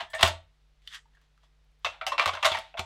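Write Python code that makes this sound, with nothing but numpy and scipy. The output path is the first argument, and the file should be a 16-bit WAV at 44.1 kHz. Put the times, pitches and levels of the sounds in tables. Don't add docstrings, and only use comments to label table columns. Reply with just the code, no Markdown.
import sys
import numpy as np
from scipy import signal
from scipy.fft import rfft, irfft
from scipy.io import wavfile

SR = 44100
rng = np.random.default_rng(int(sys.argv[2]) if len(sys.argv) > 2 else 0)


def ratio(d):
    e = np.asarray(d, float) / 20
    return 10 ** e


def store_pcm(level_fs):
    pcm = np.round(np.clip(level_fs, -1, 1) * 32767).astype(np.int16)
    wavfile.write(sys.argv[1], SR, np.atleast_2d(pcm).T)


N = 125685


def unit_rms(x):
    return x / np.sqrt(np.mean(x ** 2) + 1e-20)


def at_peak(sound, peak_db):
    return ratio(peak_db) * sound / abs(sound).max()


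def read(points, hz):
    point_hz, value = np.transpose(points)
    return np.interp(np.log(hz + 1), np.log(point_hz + 1), value)


def add(mix, start_s, sound):
    part = mix[max(round(start_s * SR), 0):][:len(sound)]
    part += sound[:len(part)]


def ring(hz, db, t60, size, phase=0.):
    t = np.arange(size)[:, None] / SR
    return (ratio(db - 60 * t / t60) * np.sin(2 * np.pi * hz * t + phase)).sum(1)


def coloured(x, spectrum):
    gain = ratio(read(spectrum, np.fft.rfftfreq(len(x), 1 / SR)))
    return irfft(rfft(x) * gain, len(x))


def causal(db):
    cepstrum = irfft(np.maximum(db, -100) * np.log(10) / 20)
    half = len(cepstrum) // 2
    cepstrum[1:half] *= 2
    cepstrum[half + 1:] = 0
    return irfft(np.exp(rfft(cepstrum)))


def clicks(per_s, spread_db, size):
    chance, strength, sign = rng.random((3, size))
    size_db = -spread_db * np.log(1 - .99 * strength)
    return (chance < per_s / SR) * ratio(size_db) * np.sign(sign - .5)


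def bounces(size):
    return clicks(per_s=5000, spread_db=4, size=size)


# frequency in Hz, level in dB.
AIR_COLOUR = [(20, -12), (45, 2), (75, -14), (110, -16), (220, -25), (700, -24), (3800, -27.5), (5000, -31),
              (16000, -52)]
# frequency in Hz, level in dB rms.
MAINS_HUM = [(50, -65), (150, -77), (250, -94), (450, -91.5)]


def air():
    t = np.arange(N) / SR
    hiss = unit_rms(coloured(rng.standard_normal(N), AIR_COLOUR))
    hum = sum(np.sqrt(2) * ratio(db) * np.sin(2 * np.pi * hz * t) for hz, db in MAINS_HUM)
    return ratio(-71.5) * hiss + hum


# frequency in Hz, t60 in seconds.
ROOM_DECAY = [(100, 0.14), (500, .25), (2000, 0.13), (4000, 0.12), (8000, 0.21), (15000, 0.033)]


def room(x, count=3):
    size, spacing, gap_s = SR // 2, 12, .004
    out = np.zeros(N)
    turn = np.arange(N) / SR * 23
    for k in range(count):
        taps = np.zeros(size)
        at = np.arange(0, size - spacing, spacing)
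        taps[at + rng.integers(0, spacing, len(at))] = rng.choice([-1., 1.], len(at))
        taps *= np.arange(size) > gap_s * SR
        hz, t, bands = signal.stft(taps, SR, nperseg=256)
        decay = ratio(-60 * t / read(ROOM_DECAY, hz)[:, None])
        tail = signal.istft(bands * decay, SR, nperseg=256)[1]
        feed = np.sqrt(2 / count) * np.cos(turn + np.pi * k / count)
        out += signal.fftconvolve(x * feed, tail / np.linalg.norm(tail))[:N]
    return out


# frequency in Hz, level in dB, t60 in seconds.
TABLE_MODES = [(84.65, 3.5, 0.28), (102, -12, 0.064), (61, -14, 0.15), (215.3, -6, 0.075),
               (380.8, -5.5, 0.11)]
# start in seconds, peak in dB, lift of the upper modes in dB.
TABLE_THUMPS = [(0.021, -51.5, 10.5), (0.138, -53.5, -21), (0.201, -45.5, 8), (0.23, -21, 3),
                (0.299, -39, 3), (0.348, -49, -6), (1.849, -51.5, -12), (2.069, -52, 11), (2.262, -35.5, 4),
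                (2.33, -46, 7.5), (2.447, -44, 1.5), (2.511, -38, 6), (2.578, -52, 13), (2.789, -33.5, 6)]


def table():
    hz, db, t60 = np.transpose(TABLE_MODES)
    rise_s, size = 0.0072, 16000
    rise = np.sin(np.pi / 2 * np.minimum(np.arange(size) / SR / rise_s, 1)) ** 2
    out = np.zeros(N)
    for start_s, peak_db, upper_db in TABLE_THUMPS:
        boom = rise * ring(hz, db + upper_db * (hz > 150), t60, size)
        add(out, start_s, at_peak(boom, peak_db))
    return out


def rubbing(strokes, spectrum):
    t = np.arange(N) / SR
    rub = unit_rms(coloured(clicks(per_s=5600, spread_db=1, size=N), spectrum))
    low = signal.sosfiltfilt(signal.butter(2, 2600, fs=SR, output="sos"), rub)
    treble = rub - low
    out = np.zeros(N)
    for top_s, swell, fade, level_db, treble_db in strokes:
        slope = np.where(t < top_s, swell, fade)
        stroke = ratio(level_db - slope * np.hypot(t - top_s, .005))
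        out += stroke * (low + ratio(treble_db) * treble)
    return out


# loudest moment in seconds, swell in dB per s,
# fade in dB per s, level in dB, treble in dB.
PICKUP_STROKES = [
    (.826, 2001, 400, -72.5, 1),
    (.878, 600, 222, -76, 17.5),
    (.95, 482, 650, -37, -0.5),
    (1.155, 297, 300, -73, -5),
    (1.222, 900, 256, -71, -1),
    (1.378, 900, 500, -83, -12),
    (1.44, 700, 600, -69.5, 6.5),
    (1.65, 403, 400, -98, 3),
    (1.72, 401.5, 402, -92, -5),
    (1.84, 500, 900, -70, 3),
]
# frequency in Hz, density in dB per Hz.
PICKUP_COLOUR = [(180, -79), (300, -55), (1100, -13), (1900, -3), (2450, -13), (3290, -2.5), (4200, -12),
                 (8220, -22.5), (16000, -43)]


def pickup_slides():
    return rubbing(PICKUP_STROKES, PICKUP_COLOUR)


# loudest moment in seconds, swell in dB per s,
# fade in dB per s, level in dB, treble in dB.
STACK_STROKES = [
    (.009, 591, 442, -32, -3),
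    (.222, 499.5, 901.5, -41.5, 15),
    (.25, 3001, 270.5, -32, 9.5),
    (1.86, 3000, 203, -49, 9.5),
    (1.935, 900, 297, -48, -31),
    (2.22, 900, 190, -31, -3),
    (2.35, 504, 239, -41, -5),
    (2.5, 297, 151, -43, 12),
    (2.59, 303, 190, -49.5, -25),
    (2.778, 3000, 300, -39, 1.5),
]
# frequency in Hz, density in dB per Hz.
STACK_COLOUR = [(250, -45.5), (500, -18), (700, 2.5), (1300, -1.5), (2300, -2.5), (3500, 0), (5500, -17.5),
                (16000, -43.5)]


def stack_shuffles():
    return rubbing(STACK_STROKES, STACK_COLOUR)


# frequency in Hz, level in dB, t60 in seconds.
CASE_PANELS = [(216, -1.5, .12), (310, -4.5, 0.42)]


def case(loads):
    place, turn = rng.random(size=(2, 150))
    mode_hz = 500 + (4300 - 500) * place
    high = ring(mode_hz, 0, t60=.3, size=20000, phase=2 * np.pi * turn)
    deep = ring(*np.transpose(CASE_PANELS), size=8000)
    push = signal.sosfilt(signal.butter(2, 130, "high", fs=SR, output="sos"), abs(loads))
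    murmur = signal.fftconvolve(loads, high / np.linalg.norm(high))[:N]
    panels = signal.fftconvolve(push, deep / np.linalg.norm(deep))[:N]
    return ratio(-23) * murmur + ratio(-40) * panels


# frequency in Hz, level in dB, t60 in seconds.
MAGAZINE_MODES = [(573, -6.5, 0.027), (657, -5.5, 0.018), (822, -3, 0.046), (918, -7, 0.12),
                  (1100, -1, 0.046), (1175, -14, 0.13), (1833, -11.5, .08), (2115, -10, 0.061),
                  (2257, -3.5, 0.09), (2703, -11.5, 0.25), (3440, -7, .05), (3700, -14, .06),
                  (4350, -17.5, 0.036), (8170, -29.5, 0.06)]
# frequency in Hz, density in dB per Hz.
SHELL_COLOUR = [(150, -59), (250, -33.5), (501, -23), (651, 2), (723, -4.5), (1140, -1), (1550, -9),
                (3340, -9), (16000, -42.5)]


def contact(peak_db, ring_hz, treble_db, rattle_s, cut_hz, metal_db, focus_db):
    f = np.fft.rfftfreq(4096, 1 / SR) + 1

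    def focus(hz):
        return focus_db * np.exp(-(np.log2(hz / ring_hz) / 0.23) ** 2)

    ripple_db = 2.5 * np.interp(np.log2(f) / .15, np.arange(300), rng.standard_normal(size=300))
    shell = causal(read(SHELL_COLOUR, f) + focus(f) + ripple_db)
    shell = unit_rms(shell * np.hanning(8192)[4096:] ** 2)

    hz, db, t60 = np.transpose(MAGAZINE_MODES)
    mode_db = db + focus(hz) + 2 * rng.standard_normal(len(hz))
    metal = unit_rms(ring(hz, mode_db, t60, size=4096))
    extra_treble_db = treble_db - -27
    metal_db = metal_db - 0.044 * extra_treble_db

    t = np.arange(6000) / SR
    drive = bounces(6000)
    drive[0] = 4.5
    rise = np.minimum(0.36 + t / 0.001, 1)
    drive = drive * rise * np.exp(-t / np.minimum(rattle_s, .016))

    tilt_db = extra_treble_db * np.clip(np.log2(f / 2700), 0, 3) / 1.59
    bass_db = 34 * np.minimum(np.log2(f / cut_hz), 0)
    blow = signal.fftconvolve(drive, causal(tilt_db + bass_db)[:1024])
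    return at_peak(signal.fftconvolve(blow, shell + ratio(metal_db) * metal), peak_db)


# start in seconds, peak in dB, loudest ring in Hz,
# treble in dB, rattle in seconds.
PICKUP_TICKS = [(0.819, -60.5, 2840, -20.5, 0.005), (0.8748, -30, 3440, -27, 0.0026),
                (0.947, -37, 3220, -16, 0.0029), (1.056, -65, 916, -37, 0.005),
                (1.134, -61.5, 1652, -23.5, 0.0068), (1.15, -60, 1824, -14, 0.0046),
                (1.17, -59.5, 1580, -38, 0.0079), (1.214, -57, 1690, -15.5, 0.0062),
                (1.377, -56, 1420, -22, 0.0024), (1.432, -58, 960, -27, 0.005),
                (1.644, -68, 3577, 1, 0.005), (1.714, -70, 2955, -12, 0.0048),
                (1.792, -62, 3410, 5, 0.0057)]


def pickup_ticks():
    out = np.zeros(N)
    for start_s, peak_db, ring_hz, treble_db, rattle_s in PICKUP_TICKS:
        tick = contact(peak_db, ring_hz, treble_db, rattle_s,
                       cut_hz=0.54 * ring_hz, metal_db=-30, focus_db=7)
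        add(out, start_s, tick)
    return out


def singer(peak_db, hz, t60, rattle_s):
    drive = bounces(5000) * np.exp(-np.arange(5000) / SR / rattle_s)
    drive[0] = 3
    notes_hz = hz * (1 + .025 * rng.standard_normal(size=4) * [0, 1, 1, 1])
    note = ring(notes_hz, np.array([0, -5, -7, -9]), np.minimum(t60, .09), size=6000)
    rise = np.minimum(np.arange(6000) / SR * hz / 2, 1)
    return at_peak(signal.fftconvolve(drive, note * rise), peak_db)


# start in seconds, peak in dB,
# pitch in Hz, t60 in seconds, rattle in seconds.
SINGING_PARTS = [(.067, -50.5, 1790, 0.14, 0.12), (.07, -57.5, 3320, 0.064, 0.12),
                 (0.099, -54, 7800, 0.022, 0.017), (.137, -28.5, 657, 0.17, 0.019),
                 (.14, -28, 1820, .12, 0.019), (0.143, -38.5, 2280, 0.046, 0.011),
                 (.147, -42.5, 8320, 0.024, 0.022), (.184, -54, 3420, .06, 0.027),
                 (.208, -40, 3504, .05, 0.018), (1.055, -60, 890, 0.046, 0.0039),
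                 (1.149, -57.5, 1814, .04, 0.0026), (1.17, -58, 1620, 0.035, 0.0039),
                 (1.847, -23, 2670, 0.049, 0.005), (1.849, -27.5, 3550, 0.053, 0.0082),
                 (1.848, -37, 5960, 0.098, 0.0086), (2.012, -33, 1350, 0.062, 0.0044),
                 (2.013, -37.5, 667, 0.07, 0.0078), (2.014, -38, 2280, 0.073, 0.0094),
                 (2.1188, -23.5, 1100, 0.054, 0.0018), (2.195, -18, 2324, 0.13, 0.0078),
                 (2.2, -24, 1144, 0.11, 0.015), (2.448, -18, 1930, 0.059, 0.014),
                 (2.517, -18.5, 3310, 0.039, 0.0016), (2.535, -28.5, 2295, 0.063, 0.012),
                 (2.549, -26, 890, 0.11, 0.0041), (2.552, -25, 1917, 0.037, .005),
                 (2.572, -32.5, 2020, 0.029, 0.0031), (2.741, -38.5, 700, 0.027, 0.0021),
                 (2.75, -37, 684, 0.075, 0.0023), (2.79, -51, 3370, 0.036, 0.0039)]


def singing_parts():
    out = np.zeros(N)
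    for start_s, *part in SINGING_PARTS:
        add(out, start_s, singer(*part))
    return out


# start in seconds, peak in dB, loudest ring in Hz,
# treble in dB, rattle in seconds.
FIRST_LOAD = [(.0065, -22.5, 2860, -34, 0.0053), (.066, -59.5, 1840, -28, 0.037),
              (.101, -46.5, 8500, -11.5, 0.018), (.134, -25.5, 1360, -37, 0.01),
              (.147, -32, 650, -17.5, 0.013), (.184, -33, 3500, -29.5, 0.0046),
              (.193, -24.5, 655, -31.5, 0.006), (.208, -19.5, 3488, -22, 0.021),
              (.2285, -2, 2100, -24.5, 0.0032), (.23, -3.5, 3700, -26, 0.0033),
              (.232, -13.5, 1100, -27, 0.0013), (.242, -18, 1250, -21.5, 0.017),
              (.259, -18, 1240, -22, 0.0082), (.275, -17.5, 657, -20, 0.0097)]
# start in seconds, peak in dB, loudest ring in Hz,
# treble in dB, rattle in seconds.
SECOND_LOAD = [(1.8465, -14.5, 3200, -30.5, 0.022), (1.862, -18.5, 2600, -48, 0.0039),
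               (2.012, -26, 1440, -44.5, 0.023), (2.066, -15.5, 3000, -22.5, 0.014),
               (2.119, -20.5, 1100, -36, 0.014), (2.18, -13.5, 2460, -35, 0.029),
               (2.195, -9.5, 1140, -35.5, 0.0076), (2.212, -19, 1050, -32.5, 0.03),
               (2.258, -12, 1100, -26.5, 0.0082), (2.276, -15.5, 870, -27.5, 0.011),
               (2.293, -15.5, 1020, -40, 0.0022), (2.333, -26.5, 940, -30, 0.015),
               (2.351, -24.5, 880, -33.5, 0.0062), (2.371, -30, 1106, -70, 0.0083),
               (2.4275, -15, 1100, -33, 0.01), (2.446, -11, 1250, -28, 0.017),
               (2.454, -7, 657, -22, 0.0087), (2.518, -19, 3130, -26.5, 0.015),
               (2.547, -22.5, 918, -29, 0.0096), (2.571, -26, 657, -29.5, 0.0074),
               (2.587, -26.5, 732, -19.5, 0.0072), (2.741, -38, 1100, -78, 0.0056),
               (2.772, -26.5, 2190, -35.5, 0.031), (2.793, -18, 835, -25.5, 0.0071)]


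def disk_drops():
    out = np.zeros(N)
    for start_s, *blow in list(FIRST_LOAD) + list(SECOND_LOAD):
        add(out, start_s, contact(*blow, cut_hz=488, metal_db=-9.5, focus_db=5.5))
    return out


def scene():
    loads = disk_drops() + singing_parts()
    disks = loads + case(loads) + stack_shuffles() + pickup_slides() + pickup_ticks()
    return (disks + ratio(-9.5) * room(disks) + table() + air())[None]


def top_cut(x):
    return signal.sosfilt(signal.butter(12, 16460, fs=SR, output="sos"), x)


def record(dry):
    band_limit = signal.firwin(511, 16150, window=("kaiser", 9), fs=SR)
    mix = signal.oaconvolve(np.clip(dry, -1, 1), band_limit[None], "same")
    return top_cut(mix)


dry = scene()
out = record(dry)
store_pcm(out)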